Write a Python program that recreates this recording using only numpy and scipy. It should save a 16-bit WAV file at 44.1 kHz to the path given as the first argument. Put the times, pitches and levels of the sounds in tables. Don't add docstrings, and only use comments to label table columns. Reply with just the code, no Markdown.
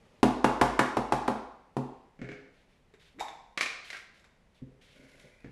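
import sys
import numpy as np
from scipy import signal
from scipy.fft import rfft, irfft, next_fast_len
from scipy.io import wavfile

SR = 44100
rng = np.random.default_rng(int(sys.argv[2]) if len(sys.argv) > 2 else 0)


def unload_audio(sound):
    columns = np.transpose(np.atleast_2d(sound))
    steps = np.round(np.clip(columns, -1, 1) * 32767)
    wavfile.write(sys.argv[1], SR, steps.astype(np.int16))


N = 243340
NOW = np.arange(N) / SR
T = np.arange(SR * 3 // 4) / SR


def amp(db):
    return 10 ** (np.asarray(db) / 20)


def unit(x):
    return x / np.sqrt(np.mean(x ** 2) + 1e-20)


def along(points, hz):
    freqs, values = np.transpose(points)
    return np.interp(np.log(hz + 1), np.log(freqs), values)


def fade(t, t60):
    return np.exp(-np.log(1000) * t / t60)


def coloured(x, tone):
    m = 2 * next_fast_len(len(x))
    cepstrum = irfft(np.log(amp(along(tone, np.fft.rfftfreq(m, 1 / SR)))), m)
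    cepstrum[1:m // 2] *= 2
    cepstrum[m // 2 + 1:] = 0
    return irfft(rfft(x, m) * np.exp(rfft(cepstrum)), m)[:len(x)]


def add(track, start, sound):
    part = track[round(start * SR):][:len(sound)]
    part += sound[:len(part)]


def stroke(start, length, attack, release):
    return np.clip((NOW - start) / attack, 0, 1) * fade(np.maximum(NOW - start - length, 0), release)


def ring(modes, scatter_db, attack):
    waves = sum(amp(db + scatter_db * rng.normal()) * fade(T, t60) * np.sin(2 * np.pi * hz * T)
                for hz, db, t60 in modes)
    return waves * (1 - np.exp(-T / attack))


def crack(tone, t60, spike):
    grain = rfft(rng.standard_normal(len(T)) * fade(T, t60))
    dense = irfft(grain / np.abs(grain), len(T)) * fade(T, 4 * t60)
    dense[0] += spike
    blow = coloured(dense, tone)
    return blow / np.linalg.norm(blow) * np.sqrt(SR / 100)


def grainy_noise(tone, grain_db, clump_hz):
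    clumps = np.interp(NOW * clump_hz, np.arange(N), rng.standard_normal(N))
    return unit(coloured(rng.standard_normal(N) * amp(grain_db * clumps), tone))


def echoes(gap, early):
    # frequency in Hz, reverberation time in seconds.
    decay_times = [(100, 0.24), (260, 0.56), (800, 0.77), (2000, 0.7), (5000, 0.69), (8000, 0.51),
                   (13000, .33)]
    # frequency in Hz, gain of the reverberation in dB.
    room_tone = [(60, -0.5), (170, -6.5), (300, -4), (550, -4), (900, -4.5), (2500, -4.5), (10000, -2)]
    hz, t, spectra = signal.stft(rng.standard_normal(len(T)), SR, nperseg=256)
    spectra = spectra * fade(t, along(decay_times, hz)[:, None])
    tail = signal.istft(spectra, SR, nperseg=256)[1][:len(T)]
    tail = tail * (1 + early * fade(T, 0.11)) * (1 - np.exp(-(T / gap) ** 2))
    return coloured(tail / np.linalg.norm(tail), room_tone)


def heard(x, room, wet_db):
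    return x + amp(wet_db) * signal.fftconvolve(x, room)[:len(x)]


def room_air():
    # frequency in Hz, relative spectral density in dB.
    air_tone = [(12, -31.5), (20, -2.5), (50, -6), (109, -11.5), (202, -9.5), (315, -18.5), (491, -15.5),
                (810, -21), (881, -22), (1500, -27), (1630, -26.5), (1920, -24), (3640, -33.5),
                (9390, -43.5), (15500, -50.5)]
    return amp(-65.5) * unit(coloured(rng.standard_normal(N), air_tone))


def lingering_ring():
    # frequency in Hz, relative spectral density in dB.
    ring_tone = [(59, -20), (100, 0.5), (346, -8.5), (497, -4.5), (741, -15.5), (836, -12), (1490, -20),
                 (2520, -19.5), (12000, -39.5), (15600, -74), (22000, -120)]
    envelope = amp(-62.5) * stroke(0, length=0.21, attack=0.0017, release=0.15)
    return envelope * grainy_noise(ring_tone, grain_db=-0.5, clump_hz=60)


def soft_rubs():
    # start in seconds, length in seconds, level in dB.
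    rubs = [(2.535, 0.085, -72), (2.682, .09, -76.5), (2.994, 0.086, -63.5), (3.842, 0.13, -53),
            (4.136, 0.039, -67), (4.542, 0.038, -70), (4.81, 0.15, -63.5)]
    # frequency in Hz, relative spectral density in dB.
    rub_tone = [(600, -34), (1500, -5), (2200, -2), (3600, -2.5), (4800, -10.5), (7000, -16.5),
                (11000, -22.5), (15000, -28)]
    sliding = sum(amp(db) * stroke(start, length, attack=0.0053, release=0.33)
                  for start, length, db in rubs)
    rubbing = sliding * grainy_noise(rub_tone, grain_db=1.0, clump_hz=71)
    return heard(rubbing, echoes(gap=0.021, early=0.54), wet_db=-20.5)


def stirring():
    # start and length in seconds, scrape and drag levels in dB, chatter in Hz, glide in Hz/s.
    strokes = [(4.804, 0.11, -84, -75, 2060, 0), (4.94, 0.21, -67, -64.5, 2224, -600),
               (5.176, 0.067, -68, -59, 1995, 1998), (5.446, .08, -78, -73, 2450, 3)]
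    # frequency in Hz, relative spectral density in dB.
    scrape_tone = [(590, -40), (1000, -6.5), (1120, -10.5), (1240, -10), (1360, -9), (1450, 5.5),
                   (1680, -3.5), (2190, -3), (2530, -3.5), (5410, -12), (6560, -16), (7510, -15),
                   (8230, -20), (10700, -17), (15000, -34)]
    drag_tone = [(47, -56), (80, -17), (134, -1), (168, -8.5), (275, -5), (319, -22), (348, -12),
                 (596, -3.5), (776, -21), (1000, -33), (1300, -59), (2200, -120)]
    attack_s, chatter_over_scrape_db = 0.0276, 1.5
    wall = grainy_noise(scrape_tone, grain_db=3.5, clump_hz=160)
    slips = grainy_noise([(60, -2), (160, -12), (600, -44)], grain_db=0.5, clump_hz=180)
    mixture = grainy_noise(drag_tone, grain_db=5.5, clump_hz=60)
    out = np.zeros(N)
    for start, length, scrape_db, drag_db, chatter_hz, glide in strokes:
        phase = 2 * np.pi * np.cumsum(chatter_hz + glide * (NOW - start)) / SR
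        scrape = stroke(start, length, attack_s, release=0.7) * wall
        chatter = stroke(start, length, attack_s, release=1.8) * slips * np.sin(phase)
        drag = stroke(start, length, attack_s, release=0.29) * mixture
        out += amp(scrape_db) * (scrape + amp(chatter_over_scrape_db) * chatter) + amp(drag_db) * drag
    return heard(out, echoes(gap=0.012, early=0.83), wet_db=0.5)


def jug_bumps():
    # start in seconds, level in dB, relative clack and thud in dB.
    bumps = [(2.191, -48, -4.5, -1), (2.2160, -40, 1.5, 3), (2.2219, -42.5, -11, -12),
             (2.244, -51, 5.5, -10), (2.2891, -46, 6, -14), (2.3171, -46, 6, -17),
             (4.6192, -46.5, -34.5, 10.5), (4.63, -49.5, -44, 6), (4.994, -58.5, -9, 6),
             (5.035, -56, -3, -8), (5.4440, -45, -3, 4.5)]
    # frequency in Hz, relative spectral density in dB.
    jug_tone = [(40, -47), (130, 6.5), (260, 0.5), (420, -1.5), (650, -8.5), (1000, -23), (1700, -10),
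                (2300, -14.5), (3200, -25.5), (7000, -37), (11000, -54), (15000, -67)]
    # frequency in Hz, level in dB, 60 dB decay time in seconds.
    jug_modes = [(203, -1, 0.095), (268, -6.5, 0.35), (411.7, -13, 0.44), (518, -11, 0.21),
                 (1480, -20, 0.098), (1704, -12.5, 0.13), (2169, -5, 0.052), (2270, -10.5, 0.11)]
    worktop_modes = [(51, -11.5, 0.48), (95, -10, 0.12), (133, -5.5, 0.43), (246.6, 0, 0.13)]
    out = np.zeros(N)
    for start, db, clack_db, thud_db in bumps:
        blow = crack(jug_tone, t60=0.045, spike=0.15) + ring(jug_modes, scatter_db=1.5, attack=0.0012)
        blow = coloured(blow, [(400, 0), (1400, clack_db)])
        thud = amp(thud_db) * ring(worktop_modes, scatter_db=1.5, attack=0.003)
        add(out, start, amp(db) * (thud + heard(blow, echoes(gap=0.006, early=0.46), wet_db=4.0)))
    return out


def thin_plastic(contacts, tone, modes, t60):
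    out = np.zeros(N)
    for start, db, bright_db, ring_hz, ring_db in contacts:
        blow = crack(tone, t60, spike=0.14)
        blow += ring(modes + [(ring_hz, ring_db, 0.04)], scatter_db=-2.0, attack=0.00038)
        blow = coloured(blow, [(1800, 0.0066), (6000, bright_db)])
        add(out, start, amp(db) * heard(blow, echoes(gap=0.0044, early=0.34), wet_db=0))
    return out


def plastic_clacks():
    # start in seconds, level in dB, treble gain in dB, brief ring in Hz, its level in dB.
    small_contacts = [(2.9382, -59.5, -3, 420, 12.5), (3.1870, -49, -18, 2200, -40),
                      (3.1955, -44.5, 1.5, 2260, 2), (3.2030, -42.5, 6, 2020, -6),
                      (3.2830, -49, -1, 3560, 7), (4.1953, -70.5, 10.5, 3470, -8),
                      (4.2422, -58.5, -2, 1505, -6.5), (5.1980, -68, 7, 2000, 6)]
    lid_landings = [(3.5750, -28.5, -2.5, 1723, 3), (3.6090, -27, 2.5, 2320, 1),
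                    (3.6285, -32.5, 1, 2380, 10.5), (3.6600, -34.5, -3.5, 2422, 9),
                    (3.9024, -43.5, 4.5, 2086, 12), (3.9298, -40.5, -4.5, 1913, 7.5),
                    (3.946, -43.5, -16, 1613, 9), (3.968, -48, 2, 1340, 9)]
    # frequency in Hz, relative spectral density in dB.
    rim_tone = [(100, -6.5), (400, -4.5), (1200, -1.5), (2250, 4), (2800, -6.5), (3600, -7), (5000, -11),
                (7700, -12.5), (8600, -23), (11500, -18.5), (15000, -54.5)]
    lid_tone = [(60, -34), (200, -10), (450, -9.5), (700, -6), (900, -12.5), (1200, -3), (1500, -4.5),
                (2250, 2.5), (3000, -7), (4100, -8.5), (6000, -13.5), (11000, -27.5), (13000, -32.5),
                (16000, -56.5)]
    # frequency in Hz, level in dB, 60 dB decay time in seconds.
    rim_modes = [(2230, -20, .08), (3730, -4, .08), (3600, -15, 0.068), (3750, -22.5, 0.14),
                 (5230, -13, .04), (6400, -30, .04), (7600, -13, .04)]
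    lid_modes = [(1198, -3, 0.039), (1823, -8, 0.058), (2190, -13, 0.22), (2380, -24, .2),
                 (4040, -10, 0.047), (5030, -22, 0.035)]
    taps = thin_plastic(small_contacts, rim_tone, rim_modes, t60=0.12)
    clatter = thin_plastic(lid_landings, lid_tone, lid_modes, t60=0.075)
    return taps + clatter


def lid_pop():
    pop_s, opening_s, gap_lead_s = 3.2119, 0.006, 0.0036
    sealed_hz, open_hz = 225.3, 1114
    pop_db, rise_s, pop_t60 = -27, 0.0026, 0.016
    ring_db, ring_t60 = -38, 0.2
    leak_s, leak_db, growth_db_per_s = 0.07, -45, 217
    t = NOW - pop_s
    before, after = np.maximum(-t, 0), np.maximum(t, 0)
    gap = 0.5 + np.arctan((t + gap_lead_s) / opening_s) / np.pi
    phase = 2 * np.pi * np.cumsum(sealed_hz + (open_hz - sealed_hz) * gap) / SR
    leak = amp(leak_db - growth_db_per_s * before) * stroke(pop_s - leak_s, leak_s, opening_s, pop_t60)
    decay = amp(pop_db) * fade(after, pop_t60) + amp(ring_db) * fade(after, ring_t60)
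    burst = np.exp(-(before / rise_s) ** 2) * decay
    inrush = unit(coloured(rng.standard_normal(N), [(120, -3), (300, -12), (1200, -45.5)]))
    air = (leak + burst) * (np.sin(phase) + 0.55 * inrush * np.cos(phase))
    return heard(air, echoes(gap=0.007, early=0.51), wet_db=1.5)


def mould_knocks():
    # start in seconds, level in dB, relative bass, clack, click and slab flex in dB.
    knocks = [(0.23, -17.5, 11, -3, 3.5, 5), (0.4433, -15.5, 1.5, 0.5, 0.5, -0.5),
              (0.6131, -15.5, -1.5, 1, 2.5, 0.5), (0.792, -21.5, 7.5, 12, 8, 1.5),
              (.9690, -20.5, 1, -5, -2, -2), (1.1223, -19, -1, -1, 1.5, 0.5),
              (1.2790, -22, 4, -2, -0.5, -4.5), (1.7670, -28.5, 9, -9.5, -2, 15)]
    # frequency in Hz, relative spectral density in dB.
    slap_tone = [(30, -21), (120, -9), (160, -20), (230, 0.5), (380, -2.5), (600, -5.5), (850, 1),
                 (1200, -5.5), (1800, -15), (3000, -25.5), (6000, -33.5), (10500, -38.5), (13000, -44.5),
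                 (16000, -65)]
    # frequency in Hz, level in dB, 60 dB decay time in seconds.
    wall_modes = [(1310, -19, 0.03), (1350, -18, 0.046), (1750, -17, .04), (2143, -19, 0.045),
                  (2782, -20.5, .024), (3790, -23, .016), (5514, -22.5, .014), (7360, -22.5, .01)]
    worktop_modes = [(53.8, -23.5, 1), (214.6, -8.5, 0.2), (250.3, -11.5, 0.43), (290, -4, 0.048),
                     (422.7, -15, 0.21), (538, -12, 0.23), (715, -8.5, 0.2), (855, -10.5, 0.38),
                     (985, -20.5, 0.27), (1068, -18, 0.64)]
    slab_bending = [(135, -11, .28)]
    out = np.zeros(N)
    shared_echoes = coloured(echoes(gap=0.0067, early=0.5), [(1000, -2), (2500, -10)])
    for start, db, bass_db, clack_db, click_db, flex_db in knocks:
        slap = crack(slap_tone, t60=0.052, spike=0.06) + ring(wall_modes, scatter_db=3.5, attack=0.001)
        fresh_echoes = coloured(echoes(gap=0.008, early=0.5), [(1000, -4.3), (2500, -0.5)])
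        blow = heard(slap, shared_echoes + fresh_echoes, wet_db=0.83)
        blow += ring(worktop_modes, scatter_db=1.5, attack=0.012)
        reflection = amp(-3.5) * coloured(slap, [(700, -25.5), (2000, -1.5)])
        add(blow, rng.uniform(0.0015, 0.0045), reflection)
        blow = coloured(blow, [(70, 0), (230, bass_db), (800, 0), (1700, clack_db), (2800, click_db)])
        flex = amp(flex_db) * ring(slab_bending, scatter_db=0.5, attack=0.0082)
        add(out, start, amp(db) * (blow + flex))
    return out


def scene():
    return (mould_knocks() + jug_bumps() + plastic_clacks() + lid_pop()
            + soft_rubs() + lingering_ring() + stirring() + room_air())[None]


def record(dry):
    # frequency in Hz, gain in dB.
    response = [(11000, -0.5), (12500, -4.5), (14000, -11.5), (15600, -7)]
    cutoff_hz = 15600
    m = next_fast_len(N + SR // 2)
    hz = np.fft.rfftfreq(m, 1 / SR)
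    return irfft(rfft(dry, m) * amp(along(response, hz)) * (hz < cutoff_hz), m)[..., :N]


dry = scene()
out = record(dry)
unload_audio(out)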